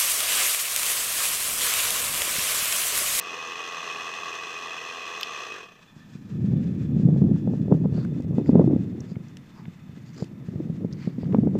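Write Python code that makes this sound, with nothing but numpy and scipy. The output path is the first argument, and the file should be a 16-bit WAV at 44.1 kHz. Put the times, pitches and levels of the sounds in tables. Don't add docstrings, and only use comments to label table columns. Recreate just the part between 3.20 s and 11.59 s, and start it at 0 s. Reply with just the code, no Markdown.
import sys
import numpy as np
from scipy import signal
from scipy.fft import rfft, irfft, next_fast_len
from scipy.io import wavfile
from scipy.ndimage import map_coordinates

SR = 44100
rng = np.random.default_rng(int(sys.argv[2]) if len(sys.argv) > 2 else 0)


def wav_record(signal):
    frames = np.transpose(np.atleast_2d(signal))
    bounded = np.clip(frames, -1, 1)
    quanta = np.round(bounded * 32767).astype(np.int16)
    wavfile.write(sys.argv[1], SR, quanta)


def elevation(decibels):
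    levels = np.asarray(decibels, float)
    return 10 ** (levels / 20)


N = 369998
T = np.arange(N) / SR

# time_s, level_db
ENGINE_LEVEL = [
    (0, -33.5),
    (.8, -32.5),
    (1.6, -34),
    (2.22, -34),
    (2.36, -37),
    (2.44, -43),
    (2.5, -50),
    (2.62, -55),
    (2.78, -78.5),
]
# frequency_hz, level_db (per Hz)
EXHAUST_COLOUR = [(40, -62.5), (90, -26.5), (200, -20), (330, -14.5), (900, -16.5), (1800, -6.5),
                  (3400, -7), (4500, -20), (6200, -20.5), (8200, -31), (9500, -40.5), (12500, -43),
                  (15500, -44)]
# centre_hz, width_hz, lift_db
BODY_RESONANCES = [(482, 130, 9), (678, 160, 6.5), (1157, 234, 14.5), (1975, 47, 6.5), (2545, 170, 9),
                   (4300, 200, 2.5),
                   (2536, 35, 7), (5465, 90, 6), (5850, 70, 6), (6260, 45, 12)]
# multiple (a plain number), level_db (against the engine)
FIRING_TONES = [(1, -36), (2, -26), (8, -22), (14, -22)]
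# frequency_hz, level_db (per Hz)
BLADE_COLOUR = [(500, -35.5), (900, -3.5), (1700, 3.5), (2900, -2.5), (5000, -8), (7300, -11), (8300, -18),
                (10000, -30), (15500, -41.5)]
# centre_hz, width_hz, lift_db
GEAR_RESONANCES = [
    [(1270, 160, 19), (1770, 150, 23), (2500, 200, 20), (3500, 260, 20)],
    [(1310, 140, 21), (2020, 160, 20), (2550, 200, 21), (3560, 240, 19)],
]
# centre_hz, width_hz, depth_db
GROUND_NOTCHES = [(570, 110, -13), (1460, 260, -16), (2245, 640, -42), (3080, 220, -17), (3800, 320, -28),
                  (4610, 240, -25), (9500, 300, -22)]
# time_s, frequency_factor (ratio), depth_share (0-1)
LISTENER_PATH = [
    (0, .995, 0.8),
    (.8, 1.003, 0.7),
    (1.3, 0.99, 0.9),
    (2, 1, 0.7),
    (2.6, 0.963, 0.4),
    (3.4, .95, 0.07),
    (4.3, .98, .25),
    (5.5, 1.02, 0.14),
    (8.4, 1.06, 0.12),
]
# time_s, buffet_db, raggedness_db
GUSTS = [(2.66, -61.5, 2.5), (2.99, -45, -1.5), (3.32, -23, -2), (3.56, -31, -7), (3.86, -22.5, -4),
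         (4.08, -18.5, -0.5), (4.2, -28, -4.5), (4.57, -26, -3.5), (4.91, -30, 2), (5.25, -31.5, 3),
         (5.37, -18.5, 7), (5.69, -31, 8), (6.2, -47.5, 1.5), (6.75, -48.5, 0), (7.4, -36.5, 2),
         (7.66, -35.5, 5), (7.93, -41, 2.5), (8.2, -23, 3.5)]
# frequency_hz, level_db (per Hz)
BUFFET_COLOUR = [(12, -76.5), (20, -50), (43, -29), (106, -3.5), (156, 2.5), (222, -2), (357, -16),
                 (406, -24), (447, -24.5), (900, -53.5), (1170, -82), (1980, -120)]
# frequency_hz, level_db (per Hz)
EDGE_COLOUR = [(120, -41), (280, 10.5), (400, 1), (700, -15.5), (1200, -31.5), (2500, -66.5), (5000, -110)]
# time_s, thud_db, ring_hz, snap_db (against thud), crack_db (against thud)
SHARP_POPS = [(3.889, -10, 186, -9.5, -33), (4.02, -9.5, 181, -13, -24.5), (4.276, -15.5, 189, -3, -20),
              (4.337, -19.5, 223, -2.5, -18), (4.483, -15.5, 143, -11, -27.5), (4.524, -5, 177, -6.5, -15),
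              (4.551, -10.5, 162, -13.5, -32), (4.658, -12.5, 163, -6.5, -19.5),
              (3.963, -18, 200, -5.5, -22), (5.002, -18.5, 162, -8, -24), (5.184, -9, 242, -7.5, -19.5),
              (5.294, -5, 250, -12.5, -21), (5.356, -.5, 217, -7, -23), (5.397, -5.5, 213, 0.9, -37),
              (5.511, -20, 125, 2.5, -30.5), (7.025, -15.5, 170, -7.5, -19.5),
              (7.404, -16.5, 318, -11, -33), (7.649, -14.5, 211, -8, -43), (7.876, -12.5, 192, -12, -32),
              (4.782, -21, 216, -1, -30), (8.033, -20.5, 124.5, -7.5, -17), (8.147, -7.5, 240, -5, -9.5),
              (8.274, -14.5, 154, -1, -39), (8.355, -21.5, 282, 2.5, -14.5)]
# time_s, thud_db, ring_hz
DULL_THUDS = [(2.766, -36.5, 152), (2.955, -26, 182), (3.155, -20.5, 145.5), (3.245, -13.5, 165),
              (3.336, -10.5, 175), (3.406, -16, 191), (3.767, -9.5, 170), (3.856, -11, 163),
              (3.929, -11, 156), (3.369, -13, 167), (4.042, -9.5, 176.5), (4.114, -9.5, 192.6),
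              (4.603, -18, 155.7), (4.726, -11.5, 137.7), (5.11, -13.5, 164.4), (5.333, -7, 196),
              (5.444, -6, 168), (5.478, -9.5, 319), (5.564, -10, 243), (5.919, -22, 173),
              (5.968, -19, 153.6), (6.398, -31.5, 178), (6.483, -23.5, 167), (6.695, -29, 158),
              (7.287, -18, 151), (7.359, -17.5, 133), (7.5, -16.5, 162), (7.985, -16.5, 217),
              (8.187, -5.5, 204), (8.236, -12.5, 200)]
# time_s, peak_db, centre_hz, width_hz
TICK_EVENTS = [(2.010, -34, 12990, 5780), (2.030, -35.5, 13000, 5000), (2.0316, -14, 3230, 1500),
               (2.0315, -20, 5030, 2500), (2.011, -24, 4000, 5000), (4.162, -38, 900, 900),
               (4.527, -43, 1790, 1500), (4.849, -49.5, 5000, 9000), (4.849, -32, 1300, 1500),
               (5.0062, -49, 4970, 7000), (5.022, -50, 4970, 6000), (5.26, -42, 1490, 2500),
               (5.8049, -38.5, 6000, 2510), (5.9565, -34, 1820, 1800), (6.084, -49, 6040, 2000),
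               (6.17, -39, 2180, 2200), (6.170, -40, 5650, 8930), (6.4547, -38, 1690, 3000),
               (7.043, -42, 4000, 9000), (7.7265, -34.5, 5040, 2500), (7.733, -42, 5200, 2500),
               (8.056, -43, 1300, 1500), (8.146, -36, 2000, 1800), (5.258, -44, 800, 900),
               (8.126, -43, 2000, 2500), (8.386, -49, 5000, 14000)]
# centre_s,
# half_length_s, level_db, low_resonance_hz, high_resonance_hz
SCUFF_EVENTS = [(2.378, .028, -45, 1650, 1700), (4.789, 0.04, -53.5, 4500, 1230),
                (5.281, 0.022, -58, 4900, 7100), (5.904, .026, -61.5, 4830, 6900),
                (6.39, 0.036, -56.5, 900, 4800), (6.882, .02, -60, 4760, 6940),
                (6.945, 0.009, -57.5, 5950, 12000), (7.003, 0.028, -51.5, 4800, 7000),
                (7.838, 0.046, -54.5, 4600, 2230), (8.025, 0.022, -58.5, 4700, 2400),
                (8.142, .028, -56.5, 1080, 1500)]
# frequency_hz, level_db (per Hz)
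HISS_COLOUR = [(290, -35), (500, 4), (1270, 0), (1410, -6.5), (2010, -0.5), (2260, 3), (3530, -29),
               (9930, -22), (15500, -18.5)]
# frequency_hz, gain_db
MIC_RESPONSE = [(15, -29), (40, -19), (70, -1), (110, 1), (15300, 0), (15600, -41)]

IDLE_HZ, LAST_HZ = 84, 28
STALL_S, SAG_HZ_PER_S = 2.06, 120
FIRST_PASS_S = 2.625
PASS_GAP_S, GAP_GROWS = .1555, .0222
DULL_CRACK_DB = -42


def unit(x):
    return x / np.sqrt(np.mean(x ** 2) + 1e-20)


def along(points, hz):
    f, v = np.transpose(points)
    return np.interp(np.log(hz + 1), np.log(f + 1), v)


def bumps(modes, hz):
    return sum(db / (1 + (2 * (hz - centre) / width) ** 2) for centre, width, db in modes)


def curves(rows):
    s, *cols = np.transpose(rows)
    return [np.interp(T, s, c) for c in cols]


def wobble(rate):
    return map_coordinates(rng.standard_normal(int(N * rate / SR) + 4), [T * rate])


def coloured(x, colour_db):
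    m = next_fast_len(len(x) + 8192)
    gain = elevation(colour_db(np.fft.rfftfreq(m, 1 / SR)))
    return unit(irfft(rfft(x, m) * gain, m)[:len(x)])


def noise_of(colour_db):
    return coloured(rng.standard_normal(N), colour_db)


def burst(t, hz, rise):
    u = np.clip(1 + t / rise, 0, None)
    return (u * np.exp(1 - u)) ** 2 * np.cos(2 * np.pi * hz * t)


def engine():
    level_db, = curves(ENGINE_LEVEL)
    rate = np.clip(IDLE_HZ - SAG_HZ_PER_S * (T - STALL_S), LAST_HZ, IDLE_HZ)
    turns = np.cumsum(rate * (1 + .007 * wobble(5) + .008 * wobble(40))) / SR
    stroke = elevation(0.89 * rng.standard_normal(int(turns[-1]) + 2))[turns.astype(int)]
    puff = (1.1 + np.exp(-3 * (turns % 1))) * stroke * rng.standard_normal(N)
    kick = np.diff(np.floor(turns), prepend=0) * stroke

    rattle = elevation(-60 * T[:1300] / .035) * rng.standard_normal(1300)
    drive = unit(puff) + .4 * unit(signal.fftconvolve(kick, rattle)[:N])
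    roar = coloured(drive, lambda hz: along(EXHAUST_COLOUR, hz) + bumps(BODY_RESONANCES, hz))

    t = T[:1500]
    ring = elevation(-60 * t / .014) * np.sin(2 * np.pi * 430 * t) * t
    thump_db = -25 + 40 * np.clip(T - STALL_S, 0, .33) + 1.6 * wobble(30)
    thump = elevation(thump_db) * unit(signal.fftconvolve(kick, ring)[:N])

    tones = sum(elevation(db - 6 + 1.5 * wobble(6.8)) * np.sin(2 * np.pi * multiple * turns)
                for multiple, db in FIRING_TONES)
    return elevation(level_db + 0.22 * wobble(15)) * (roar + tones + thump)


def rotor():
    since = T - FIRST_PASS_S
    passes = np.log(1 + GAP_GROWS * since / PASS_GAP_S) / GAP_GROWS
    swell_depth = np.interp(T, [2.5, 4.5, 8.4], [4.5, 4.2, 2.8])
    swell_db = -swell_depth * np.tanh(1.4 - 1.7 * np.cos(2 * np.pi * passes))
    swell_db += 1.6 * wobble(70)
    fade_in_db = 30 * np.minimum(since / 0.32, 0)
    level_db = -58.5 - 0.56 * since + 0.6 * wobble(4.6) + fade_in_db
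    swish = noise_of(lambda hz: along(BLADE_COLOUR, hz))

    far, near = (noise_of(lambda hz: bumps(body, hz) - 40 * (abs(hz - 2400) > 2000))
                 for body in GEAR_RESONANCES)
    turn = np.interp(T, [4.2, 5.2], [0, np.pi / 2])
    hum = np.cos(turn) * far + np.sin(turn) * near
    hum_db = np.interp(T, [2.5, 3.2, 5.5, 8.4], [-55, -64.0, -65.0, -72.5])
    hum_db = hum_db + 0.5 * swell_db + 2.4 * wobble(23)
    gears = elevation(hum_db) * np.clip((T - 2.2) / 0.57, 0, 1) * hum
    return elevation(level_db + swell_db) * swish + gears


def asphalt(x):
    hz, t, z = signal.stft(x, SR, nperseg=2048)
    s, factor, share = np.transpose(LISTENER_PATH)
    depth = np.clip(np.interp(t, s, share), 0, 1)
    shift = np.interp(t, s, factor) * (1 + .003 * np.interp(t, T, wobble(4)))
    for centre, width, db in GROUND_NOTCHES:
        off = (2 * (hz[:, None] - centre * shift) / width) ** 2
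        z = z * np.sqrt((off + elevation(2 * db * depth)) / (off + 1))
    return signal.istft(z, SR, nperseg=2048)[1][:N]


def swirls(buffet_db, ragged_db):
    dull = [(s, db, hz, -18 + ragged_db[int(s * SR)], DULL_CRACK_DB) for s, db, hz in DULL_THUDS]
    stray = []
    for s, (a, b, c) in zip(rng.uniform(2.9, 8.3, size=40), rng.standard_normal(size=(40, 3))):
        i = int(s * SR)
        thud_db = buffet_db[i] + 6 + 5 * a
        snap_db = -14 + ragged_db[i] + 2 * c
        stray.append((s, thud_db, 170 * np.exp(0.17 * b), snap_db, DULL_CRACK_DB + 5.5))
    return SHARP_POPS + dull + stray


def wind():
    buffet_db, ragged_db = curves(GUSTS)
    lumps = wobble(35)
    body = coloured(elevation(0.98 * lumps) * rng.standard_normal(N), lambda hz: along(BUFFET_COLOUR, hz))
    spikes = elevation(2.5 * lumps + 4.5 * wobble(120)) * rng.standard_normal(N)
    edge = coloured(spikes, lambda hz: along(EDGE_COLOUR, hz))

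    sharp = elevation(-45 + 1.03 * (buffet_db + 28.5) + ragged_db + 1.5 * wobble(12))
    for s, db, hz, snap_db, _ in SHARP_POPS:
        sharp = sharp + elevation(db + snap_db - 13.5) * np.exp(-abs(T - s) / 0.026)
    onset = np.clip((T - 2.2) / 0.23, 0, 1)
    rumble = elevation(buffet_db + 1.5 + 1.4 * wobble(7)) * body
    out = np.pad(onset * (rumble + sharp * edge), (0, SR))

    t = T[:SR // 12] - .015
    for s, db, hz, snap_db, crack_db in swirls(buffet_db, ragged_db):
        thud = elevation(-2.0) * burst(t - .001, hz, 0.0045)
        snap = elevation(snap_db) * burst(t, 402, 0.0016)
        crack = elevation(crack_db - 3.0) * burst(t, 900, 0.0011)
        out[round((s + t[0]) * SR):][:len(t)] -= elevation(db) * (thud + snap + crack)
    return out[:N]


def ticks():
    out, t = np.zeros(N + SR), T[:SR // 40]
    for s, db, hz, width_hz in TICK_EVENTS:
        ring = coloured(rng.standard_normal(len(t)),
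                        lambda f: -40 * np.log10(1 + (1.7 * (f - hz) / width_hz) ** 2))
        fall = elevation(db - 3 - 20 * t / 0.0044)
        out[round(s * SR):][:len(t)] += fall * (1 - np.exp(-t / .00015)) * ring
    return out[:N]


def scuffs():
    out, t = np.zeros(N + SR), T[:SR // 3] - 1 / 6
    sole = [(300, -50), (900, 10.5), (7500, -4.5), (9500, -20)]  # Hz, dB
    for s, half, db, low_hz, high_hz in SCUFF_EVENTS:
        grains = 3.2 * rng.standard_normal(len(t) // 60 + 1).repeat(60)[:len(t)]
        grit = rng.standard_normal(len(t)) * elevation(grains)
        hollows = [(low_hz, 1100, 14), (high_hz, 1100, 10)]
        crunch = coloured(grit, lambda f: bumps(hollows, f) + along(sole, f))
        slide = np.exp(-.5 * (t / half) ** 2)
        out[round((s - 1 / 6) * SR):][:len(t)] += elevation(db) * slide * crunch
    return out[:N]


def hiss():
    return elevation(-63) * noise_of(lambda hz: along(HISS_COLOUR, hz))


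def scene():
    distant = asphalt(engine() + rotor() + hiss())
    return (distant + wind() + ticks() + scuffs())[None]


def top_cut(x):
    return signal.sosfilt(signal.butter(12, 15680, fs=SR, output="sos"), x)


def record(dry):
    m = next_fast_len(N + 8192)
    response = elevation(along(MIC_RESPONSE, np.fft.rfftfreq(m, 1 / SR)))
    heard = irfft(rfft(dry, m) * response, m)[:, :N]
    drift = elevation(-67.5) * np.clip(T - 2, .06, 1) * noise_of(lambda hz: -60 * (hz > 60))
    mix = heard + drift
    limited = mix / (1 + abs(mix) ** 8) ** (1 / 8)
    return top_cut(limited)


dry = scene()
out = record(dry)
wav_record(out)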